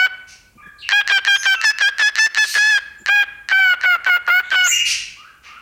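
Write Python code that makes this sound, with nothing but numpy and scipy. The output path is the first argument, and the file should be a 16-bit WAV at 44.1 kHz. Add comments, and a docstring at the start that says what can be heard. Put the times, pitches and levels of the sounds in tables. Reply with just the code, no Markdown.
"""A cockatiel sings short whistled notes close to the microphone: harmonics of the syrinx through a throat and beak.
Most notes open with a few clicks and a crackle (pulses ringing throat resonances).
Each note starts rough, locks into a clean whistle and breaks up as it ends.
Farther birds chirp (bent glides) and rasp (shaped noise) in the same echoing room.
Air hiss, rumble and soft bumps are shaped noise; a gain control evens out the loud notes."""
import sys
import numpy as np
from scipy import signal
from scipy.fft import rfft, irfft, next_fast_len
from scipy.io import wavfile
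from scipy.ndimage import uniform_filter1d

SR = 44100
rng = np.random.default_rng(int(sys.argv[2]) if len(sys.argv) > 2 else 0)


def master(y):
    """Save y as 16-bit WAV."""
    cut = np.clip(np.atleast_2d(y).T, -1, 1)
    pcm = np.round(cut * 32767)  # scale
    wavfile.write(sys.argv[1], SR, pcm.astype(np.int16))


N = 247401
TIME_S = np.arange(N) / SR
CUTOFF_HZ = 15900

# Near notes; pitch is the syrinx fundamental, its 2nd harmonic is the whistle heard. Levels are before mixing:
# first_snap_s, voice_start_s, end_s, rough_opening_s, lock_pitch_hz, turn_pitch_hz, breakup_pitch_hz,
# turn_place_0_1, whistle_level_db, beak_opening_0_1, odd_harmonics_db, octave_above_whistle_db,
# top_harmonics_db, snap_level_db
NOTES = [(-0.03, -0.02, 0.079, 0.01, 741.0, 755.0, 752.0, 0.8, -14.0, 0.37, 1.0, 2.5, -2.5, -10.0),
         (0.8903, 0.92, 1.024, 0.01, 796.0, 829.0, 818.0, 0.45, -15.0, 0.42, 1.0, 9.0, -1.0, -0.5),
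         (1.0762, 1.099, 1.198, 0.024, 795.0, 793.0, 768.0, 0.65, -14.5, 0.6, 1.0, 8.0, -2.0, -2.0),
         (1.2503, 1.275, 1.378, 0.008, 805.0, 794.0, 807.0, 0.7, -13.5, 0.57, 0.5, 10.0, 0.0, -4.5),
         (1.4328, 1.455, 1.56, 0.013, 783.0, 775.0, 774.0, 0.5, -15.0, 0.62, -0.5, 4.5, 3.0, -7.0),
         (1.6143, 1.641, 1.723, 0.011, 885.0, 849.0, 865.0, 0.55, -12.5, 0.95, -3.0, -5.0, 4.0, -5.5),
         (1.7857, 1.81, 1.903, 0.012, 826.0, 785.0, 830.0, 0.35, -14.0, 0.72, -3.5, 5.5, -1.0, -6.0),
         (1.9841, 1.995, 2.103, 0.031, 858.0, 834.0, 863.0, 0.3, -13.5, 0.8, -3.5, 5.0, -3.0, -7.0),
         (2.1555, 2.184, 2.281, 0.01, 872.0, 880.0, 882.0, 0.6, -12.5, 0.9, -2.0, -2.5, 1.5, -4.0),
         (2.3472, 2.372, 2.46, 0.012, 856.0, 870.0, 858.0, 0.2, -14.0, 0.78, -0.0, 5.0, 2.0, -4.5),
         (2.5421, 2.551, 2.794, 0.033, 829.0, 871.0, 802.0, 0.6, -14.0, 0.73, -4.0, 2.0, -3.0, -8.0),
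         (3.0612, 3.086, 3.245, 0.01, 789.0, 823.0, 811.0, 0.25, -15.5, 0.29, 1.0, 4.5, -0.5, -5.0),
         (3.488, 3.514, 3.753, 0.012, 768.0, 774.0, 722.0, 0.35, -15.0, 0.2, -2.5, -2.0, -2.5, -5.5),
         (3.8127, 3.836, 3.971, 0.022, 742.0, 706.0, 685.0, 0.8, -16.5, 0.13, -1.0, -4.0, 1.0, -14.0),
         (4.0457, 4.064, 4.184, 0.034, 733.0, 715.0, 719.0, 0.35, -16.0, 0.14, -1.5, -3.5, 5.0, -13.0),
         (4.2663, 4.277, 4.416, 0.026, 695.0, 726.0, 744.0, 0.45, -16.5, 0.12, -0.5, -5.0, 6.5, -20.0),
         (4.5049, 4.516, 4.69, 0.04, 743.0, 729.0, 707.0, 0.8, -17.5, 0.42, -2.0, 4.5, 2.0, -12.0)]
# Uneven strength of the syrinx harmonics: harmonic_number, level_db
SYRINX_HARMONICS = [(5, 2), (6, 2.5), (7, 7), (8, -1.5), (9, 1.5), (10, 4), (11, -0.5)]
# Throat colour, beak nearly shut: frequency_hz, level_db
BEAK_SHUT_COLOUR = [(750, -16), (1400, 4), (1650, 3), (2300, -2.5), (3050, -8), (3750, -37), (4500, -24),
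                    (5400, -42), (7500, -40.5), (9200, -53.5), (12300, -42.5), (14600, -31)]
# Throat colour, beak wide open: frequency_hz, level_db
BEAK_OPEN_COLOUR = [(850, -25), (1500, -1.5), (1800, -1), (2600, -9.5), (3450, -14), (4300, -16.5),
                    (5200, -7.5), (6100, -15), (7000, -20), (8600, -29.5), (11600, -39), (15000, -50)]
# Throat resonances rung by a snap: frequency_hz, width_hz, level_db
THROAT_RESONANCES = [(1762, 166, 0), (2960, 230, -7), (4120, 415, -0.5), (6330, 1700, 2), (7800, 370, -9),
                     (12100, 1500, -0.5)]
# Chirps of other birds, levels before mixing:
# start_s, end_s, start_pitch_hz, middle_pitch_hz, end_pitch_hz, level_db, second_harmonic_db, roughness_0_1
FAR_CALLS = [ (0.573, 0.626, 1196, 1199, 1195, -41, -5, 0.31),
             (0.619, 0.717, 1694, 1662, 1586, -41, -21, 0.27),
             (0.78, 0.833, 4330, 4000, 3500, -41, -17.5, 0.76),
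             (0.818, .89, 2890, 2710, 2530, -30.5, -31, 0.48),
             (1.31, 1.435, 6120, 6550, 5910, -27.5, -19, 0.22),
             (1.334, 1.424, 5300, 5150, 5170, -34.5, -3, 0.19),
             (1.532, 1.626, 1382, 1309, 1317, -36, 11, 0),
             (2.414, 2.587, 4350, 4200, 4447, -29, -6.5, 0.48),
             (2.975, 3.016, 7200, 7150, 7170, -50, -17, .15), (2.47, 2.557, 6500, 6500, 6395, -42, 6, 0.58),
             (4.423, 4.523, 3600, 3500, 3500, -46, -12, 0.7),
             (4.636, 4.721, 6180, 7150, 7080, -14.5, -14, 0.36),
             (4.704, 4.766, 5970, 5950, 5960, -21.5, -9.5, 0.32),
             (4.682, 4.852, 1896, 2749, 2320, -22, -19, 0.58), (4.71, 4.8, 2802, 2840, 2857, -15, -20, 0),
             (5.163, 5.295, 1110, 1300, 1702, -44, -18, 0.37),
             (5.449, 5.585, 1162, 1250, 1470, -42, -5.5, 0.63)]
# Far hisses and harsh rasps, levels before mixing: start_s, end_s, level_db, treble_tilt_db_per_octave
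RASPS = [(0.267, 0.338, -41.5, 5.5), (2.416, 2.6, -27.5, 10), (4.845, 4.935, -18.5, 5.5),
         (5.424, 5.498, -40.5, -5)]
# Rasp spectrum before the tilt: frequency_hz, level_db
RASP_COLOUR = [(800, -21.5), (1600, -4), (2700, 7), (3600, -6), (4400, -0.5), (6300, -1), (7500, -14.5),
               (9000, -14.5), (13000, -31.5), (16000, -41)]
# Soft bumps of the hand on the microphone: centre_s, level_db
BUMPS = [(0.568, -50), (.674, -44.5), (2.585, -48), (3.016, -47)]
# Bump spectrum: frequency_hz, level_db
BUMP_COLOUR = [(40, -30), (110, -10), (200, -6), (330, -8), (600, -27), (2000, -42)]
# Level of the low room rumble: time_s, level_db
RUMBLE_LEVEL = [(0, -59), (1.2, -57), (2.3, -66), (2.7, -57.5), (3.6, -59), (4.55, -58.5), (4.7, -53.5),
                (5.1, -55.5), (5.35, -64), (5.6, -58)]
# Rumble spectrum: frequency_hz, level_db
RUMBLE_COLOUR = [(20, -23), (36, -18), (49, -4.5), (70, -9), (120, -15.5), (300, -24.5), (1000, -51.5)]
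# Room hiss spectrum: frequency_hz, level_db
AIR_COLOUR = [(60, -19.5), (220, 0), (500, -0.5), (1500, -7), (3000, -19.5), (7000, -10.5), (16000, -16)]
# Room echo bands: centre_hz, t60_s, level_db
ROOM_BANDS = [(286, 0.9, 0.5), (860, 1, -2.5), (1970, 0.79, 1), (3500, 0.61, 0), (6400, 0.47, -1),
              (14100, .3, -9)]

ATTACK_S, RELEASE_S = 0.0045, 0.019
# The voice locks and breaks up abruptly
LOCK_S, ROUGH_ENDING_S, BREAK_S, ENDING_ROUGHNESS = 0.0033, 0.01795, 0.0035, 0.81
# A note starts sharp and settles, sags as it breaks up, and flicks upwards in its last instant
SETTLE_HZ_PER_S, SAG_HZ_PER_S, FLICK_S, FLICK_HZ_PER_S = 1062, 1800, 0.0062, 3500
# Odd harmonics fade through the note, with a very slight bulge midway; the octave fades; the top grows
ODD_FADE_DB, ODD_ARCH_DB, OCTAVE_FADE_DB, TOP_RISE_DB = 7.5, 0.5, 2.7, 7
# A held note strains: grittier, recoloured, trembling
CLEAN_ROUGHNESS, HELD_ROUGHNESS, STRAIN_AFTER_S, STRAIN_RISE_S = 0.02, 0.078, 0.059, 0.014
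STRAIN_OCTAVE_DB, STRAIN_ODD_DB, STRAIN_PITCH_FRACTION = 2, 3.5, 0.0065


def from_db(db):
    """Decibels to gain."""
    return 10 ** (np.asarray(db) / 20)


def rms_one(x):
    """Scale to rms 1."""
    return x / np.sqrt(np.mean(x ** 2) + 1e-20)


def at_hz(points, hz):
    """Read a spectrum on a log-frequency axis."""
    point_hz, value = np.transpose(points)
    return np.interp(np.log(np.maximum(hz, 1)), np.log(point_hz), value)


def ramp(start, end, at=TIME_S):
    """0 before start, 1 after end, straight between."""
    return np.clip((at - start) / max(end - start, 1 / SR), 0, 1)


def filtered(x, order, hz, kind="low"):
    """Butterworth filter."""
    return signal.sosfilt(signal.butter(order, hz, kind, fs=SR, output="sos"), x)


def wobble(rate_hz):
    """Random motion up to about a given rate, rms 1."""
    return rms_one(filtered(rng.standard_normal(N), 2, rate_hz))


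def noise(colour):
    """Noise of a given spectrum, rms 1."""
    size = next_fast_len(N)
    gain = from_db(at_hz(colour, np.fft.rfftfreq(size, 1 / SR)))
    return rms_one(irfft(rfft(rng.standard_normal(size)) * gain, size)[:N])


def note_course(t, start_s, end_s, opening_s, lock_hz, turn_hz, breakup_hz, turn):
    """Course of one note: rough until it locks, two clean glides, rough again as the pressure drops."""
    lock_s, break_s = start_s + opening_s, end_s - ROUGH_ENDING_S
    progress = ramp(lock_s, break_s, t)

    pitch_hz = np.interp(progress, [0, turn, 1], [lock_hz, turn_hz, breakup_hz])
    pitch_hz = pitch_hz + SETTLE_HZ_PER_S * np.maximum(lock_s - t, 0)
    pitch_hz = pitch_hz - SAG_HZ_PER_S * np.maximum(t - break_s, 0)
    pitch_hz = pitch_hz + FLICK_HZ_PER_S * np.maximum(t - end_s + FLICK_S, 0)

    gate = ramp(start_s - ATTACK_S / 2, start_s + ATTACK_S / 2, t)
    gate = gate * np.sqrt(1 - ramp(end_s - RELEASE_S, end_s, t))
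    gate = gate * (1 - ramp(end_s - RELEASE_S, end_s + RELEASE_S, t))

    rough = 1 - ramp(lock_s - LOCK_S / 2, lock_s + LOCK_S / 2, t)
    rough = rough + ENDING_ROUGHNESS * ramp(break_s - BREAK_S / 2, break_s + BREAK_S / 2, t)
    strain = ramp(start_s + STRAIN_AFTER_S, start_s + STRAIN_AFTER_S + STRAIN_RISE_S, t)
    return progress, pitch_hz, gate, rough, strain


def whistle(jitter_rad=0.19, shimmer=0.2, waver_fraction=0.0038, rough_db=-3.0, rough_odd_db=-5,
            rough_tilt_db_per_octave=-1.0, hiss_db=-57, dispersion_rad=0.33, fray_rad=1.0,
            flicker_db=2.0, top_from_hz=10000, top_full_hz=14000, low_cut_hz=430):
    """Harmonics of the syrinx through a throat whose colour follows the beak opening."""
    drift, tremble, flutter, frayed = wobble(60), wobble(372), wobble(1010), wobble(220)
    flicker = wobble(35)
    hiss = from_db(hiss_db) * noise([(500, -47), (2000, -29.0), (6000, -35), (9500, -8), (15000, -15.0)])
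    out = np.zeros(N)
    for (_, start_s, end_s, opening_s, lock_hz, turn_hz, breakup_hz, turn,
         level_db, beak, odd_db, octave_db, top_db, _) in NOTES:
        on = np.flatnonzero((TIME_S > start_s - ATTACK_S) & (TIME_S < end_s))
        progress, pitch_hz, gate, rough, strain = note_course(
            TIME_S[on], start_s, end_s, opening_s, lock_hz, turn_hz, breakup_hz, turn)
        unsteady = rough + CLEAN_ROUGHNESS + HELD_ROUGHNESS * strain
        strain_change = strain - strain.mean()

        bend = waver_fraction * drift[on] + STRAIN_PITCH_FRACTION * strain * flutter[on]
        phase = 2 * np.pi * np.cumsum(pitch_hz * (1 + bend)) / SR
        phase = phase + jitter_rad * unsteady * tremble[on]

        # strong and weak beats alternate, which gives the odd harmonics
        odd = odd_db - ODD_FADE_DB * (progress - 0.5)
        odd = odd + ODD_ARCH_DB * (np.sin(np.pi * progress) - 0.5)
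        odd = odd + rough_odd_db * rough + STRAIN_ODD_DB * strain_change
        octave = octave_db - OCTAVE_FADE_DB * (progress - 0.5) + STRAIN_OCTAVE_DB * strain_change
        top = top_db + TOP_RISE_DB * progress

        tone = 0
        for k in range(1, 23):
            hz = k * pitch_hz
            own = (on + rng.integers(N)) % N   # each harmonic wavers in its own way
            colour_db = (1 - beak) * at_hz(BEAK_SHUT_COLOUR, hz) + beak * at_hz(BEAK_OPEN_COLOUR, hz)
            colour_db = colour_db + top * ramp(top_from_hz, top_full_hz, hz)
            # a rough voice is duller
            colour_db = colour_db + rough_tilt_db_per_octave * rough * max(np.log2(k / 2), 0)

            source_db = at_hz(SYRINX_HARMONICS, k) + (k % 2) * odd + (k == 4) * octave
            source_db = source_db + (k != 2) * flicker_db * flicker[own]

            # throat delay smears the pulse; the highest harmonics fray into narrow bands of noise
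            lag = dispersion_rad * k ** 2 + fray_rad * (hz / CUTOFF_HZ) ** 2 * frayed[own]
            tone = tone - from_db(colour_db + source_db) * (hz < CUTOFF_HZ) * np.cos(k * phase - lag)

        tone = tone * from_db(rough_db * rough) * (1 + shimmer * unsteady * flutter[on])
        breath = hiss[on] * (1 + np.cos(phase))   # pulses at the syrinx pitch
        out[on] += from_db(level_db) * gate * (tone + breath)
    return filtered(out, 3, low_cut_hz, "high")


def room_air(level_db=-62):
    """Steady room hiss: shaped noise."""
    return from_db(level_db) * noise(AIR_COLOUR)


def room_rumble():
    """Low rumble of the room: shaped noise on a slow level curve."""
    time_s, level_db = np.transpose(RUMBLE_LEVEL)
    return from_db(np.interp(TIME_S, time_s, level_db)) * noise(RUMBLE_COLOUR)


def room_echo(x, gap_s=0.0023):
    """Diffuse echo: bands of decaying noise, the higher ones mostly dying sooner."""
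    t, impulse = TIME_S[:SR], 0
    centres_hz = np.array(ROOM_BANDS)[:, 0]
    edges_hz = [centres_hz[0] / 2, *np.sqrt(centres_hz[1:] * centres_hz[:-1]), CUTOFF_HZ]
    for (_, t60_s, level_db), low_hz, high_hz in zip(ROOM_BANDS, edges_hz, edges_hz[1:]):
        decay = from_db(-60 * t / t60_s) * (t > gap_s)
        band = filtered(rng.standard_normal(SR), 2, [low_hz, high_hz], "band")
        impulse = impulse + from_db(level_db) * band * decay / np.sqrt(np.sum(decay ** 2))
    return signal.fftconvolve(x, impulse)[:N]


def far_rasps(fade_in_s=0.022, fade_out_s=0.011):
    """Hisses and harsh rasps: bursts of tilted noise."""
    out = np.zeros(N)
    for start_s, end_s, level_db, tilt_db in RASPS:
        colour = [(hz, db + tilt_db * np.log2(hz)) for hz, db in RASP_COLOUR]
        gate = ramp(start_s, start_s + fade_in_s) * (1 - ramp(end_s - fade_out_s, end_s))
        out += from_db(level_db) * noise(colour) * gate
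    return out


def hand_bumps(width_s=0.012):
    """Hand on the microphone: bell-shaped swells of low noise."""
    swell = sum(from_db(level_db) * np.exp(-((TIME_S - s) / width_s) ** 2) for s, level_db in BUMPS)
    return swell * noise(BUMP_COLOUR)


def far_chirps(rough_pitch_fraction=0.1052, edge_s=0.011):
    """Two harmonics on a bent glide, blurred by an unsteady pitch."""
    out = np.zeros(N)
    flutter = wobble(378)
    for start_s, end_s, first_hz, middle_hz, last_hz, level_db, second_db, rough in FAR_CALLS:
        on = (TIME_S > start_s) & (TIME_S < end_s)
        t = TIME_S[on]
        hz = np.interp(t, [start_s, (start_s + end_s) / 2, end_s], [first_hz, middle_hz, last_hz])
        phase = 2 * np.pi * np.cumsum(hz * (1 + rough_pitch_fraction * rough * flutter[on])) / SR
        swell = np.minimum(np.minimum(t - start_s, end_s - t) / edge_s, 1)
        tone = np.sin(phase) + from_db(second_db) * np.sin(2 * phase)
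        out[on] += from_db(level_db) * np.sqrt(2) * swell * tone
    return out


def crackle(beats_per_s=380, flutter_db=-9.5, spread_db=2.0, snap_db=-5.5, snap_gap_s=0.009,
            snap_loss_db=4, snap_count=3, pause_s=0.0014, low_hz=550, high_hz=8600,
            soft_hz=8000, mellow_hz=4000, shut_dull_db_per_octave=4):
    """The syrinx snaps, then flutters unevenly; pulses ring the throat, duller when the beak is shut."""
    pulses, flutter, shut = np.zeros((3, N))
    uneven_rate = beats_per_s * np.exp(wobble(300) / 2)
    beats = np.diff(np.floor(np.cumsum(uneven_rate) / SR), prepend=0)
    beats = beats * from_db(flutter_db + spread_db * np.clip(rng.standard_normal(N), -2, 2))
    for first_s, start_s, *_, beak, _, _, _, level_db in NOTES:
        gate = ramp(first_s + pause_s, start_s - pause_s) * (1 - ramp(start_s, start_s + 2 * pause_s))
        flutter += from_db(level_db) * beats * gate
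        shut[TIME_S >= first_s - pause_s] = 1 - beak
        for k in range(snap_count):   # evenly spaced, each weaker
            snap_s = first_s + k * snap_gap_s
            if 0 < snap_s < start_s:
                train = pulses if k == 0 else flutter
                train[round(snap_s * SR)] += from_db(level_db + snap_db - snap_loss_db * k)

    # only the first snap is really hard
    pulses += filtered(filtered(flutter, 1, mellow_hz), 6, soft_hz)

    out = np.zeros(N)
    for k, (hz, width_hz, level_db) in enumerate(THROAT_RESONANCES):
        radius, angle = np.exp(-np.pi * width_hz / SR), 2 * np.pi * hz / SR
        octaves = np.log2(hz / THROAT_RESONANCES[1][0])
        gain_db = level_db - shut_dull_db_per_octave * shut * octaves + wobble(53)
        struck = pulses * from_db(gain_db) + 1e-18
        ringing = signal.lfilter([0.5, 0, -0.5], [1, -2 * radius * np.cos(angle), radius ** 2], struck)
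        out += (-1) ** k * ringing
    return filtered(out, 3, [low_hz, high_hz], "band")


def gain_control(x, threshold_db=-15, share=0.64, attack_s=0.0018, release_db_per_s=91, window=128):
    """Gain that turns loud sound down fast and recovers slowly: notes more level, room ducked under them."""
    level_db = 10 * np.log10(np.maximum(uniform_filter1d(x ** 2, window), 1e-12))
    over_db = share * np.maximum(level_db - threshold_db, 0)
    release_db = release_db_per_s * TIME_S
    held_db = np.maximum.accumulate(over_db + release_db) - release_db
    r = np.exp(-1 / (attack_s * SR))
    smooth_db, _ = signal.lfilter([1 - r], [1, -r], held_db, zi=[held_db[window]])
    return from_db(-smooth_db)


def scene(whistle_db=6, near_room_db=-21, near_room_hz=4500, far_direct_db=-6, far_room_db=-0.74, blur=0.31):
    """Near bird almost dry, the others mostly echo; one microphone feeds both channels."""
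    near = from_db(whistle_db) * whistle() + crackle()
    far = far_rasps() + far_chirps()
    # in the echo a soft wash surrounds each tone
    near_echo = filtered(room_echo(near * (1 + blur * wobble(413))), 2, near_room_hz)

    mono = near + from_db(near_room_db) * near_echo
    mono = mono + from_db(far_direct_db) * far + from_db(far_room_db) * room_echo(far)
    mono = mono + room_air() + room_rumble() + hand_bumps()
    return np.array([mono, mono])


def record(dry, noise_db=-70):
    """Gain control, faint independent shaped noise in each channel, then a steep treble cut."""
    noise_colour = [(50, -12.0), (400, -24), (15000, -30.0)]
    channel_noise = from_db(noise_db) * np.array([noise(noise_colour) for channel in dry])
    steep_cut = signal.ellip(10, 0.1, 80, CUTOFF_HZ, fs=SR, output="sos")
    return signal.sosfilt(steep_cut, dry * gain_control(dry[0]) + channel_noise)


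dry = scene()
out = record(dry)
master(out)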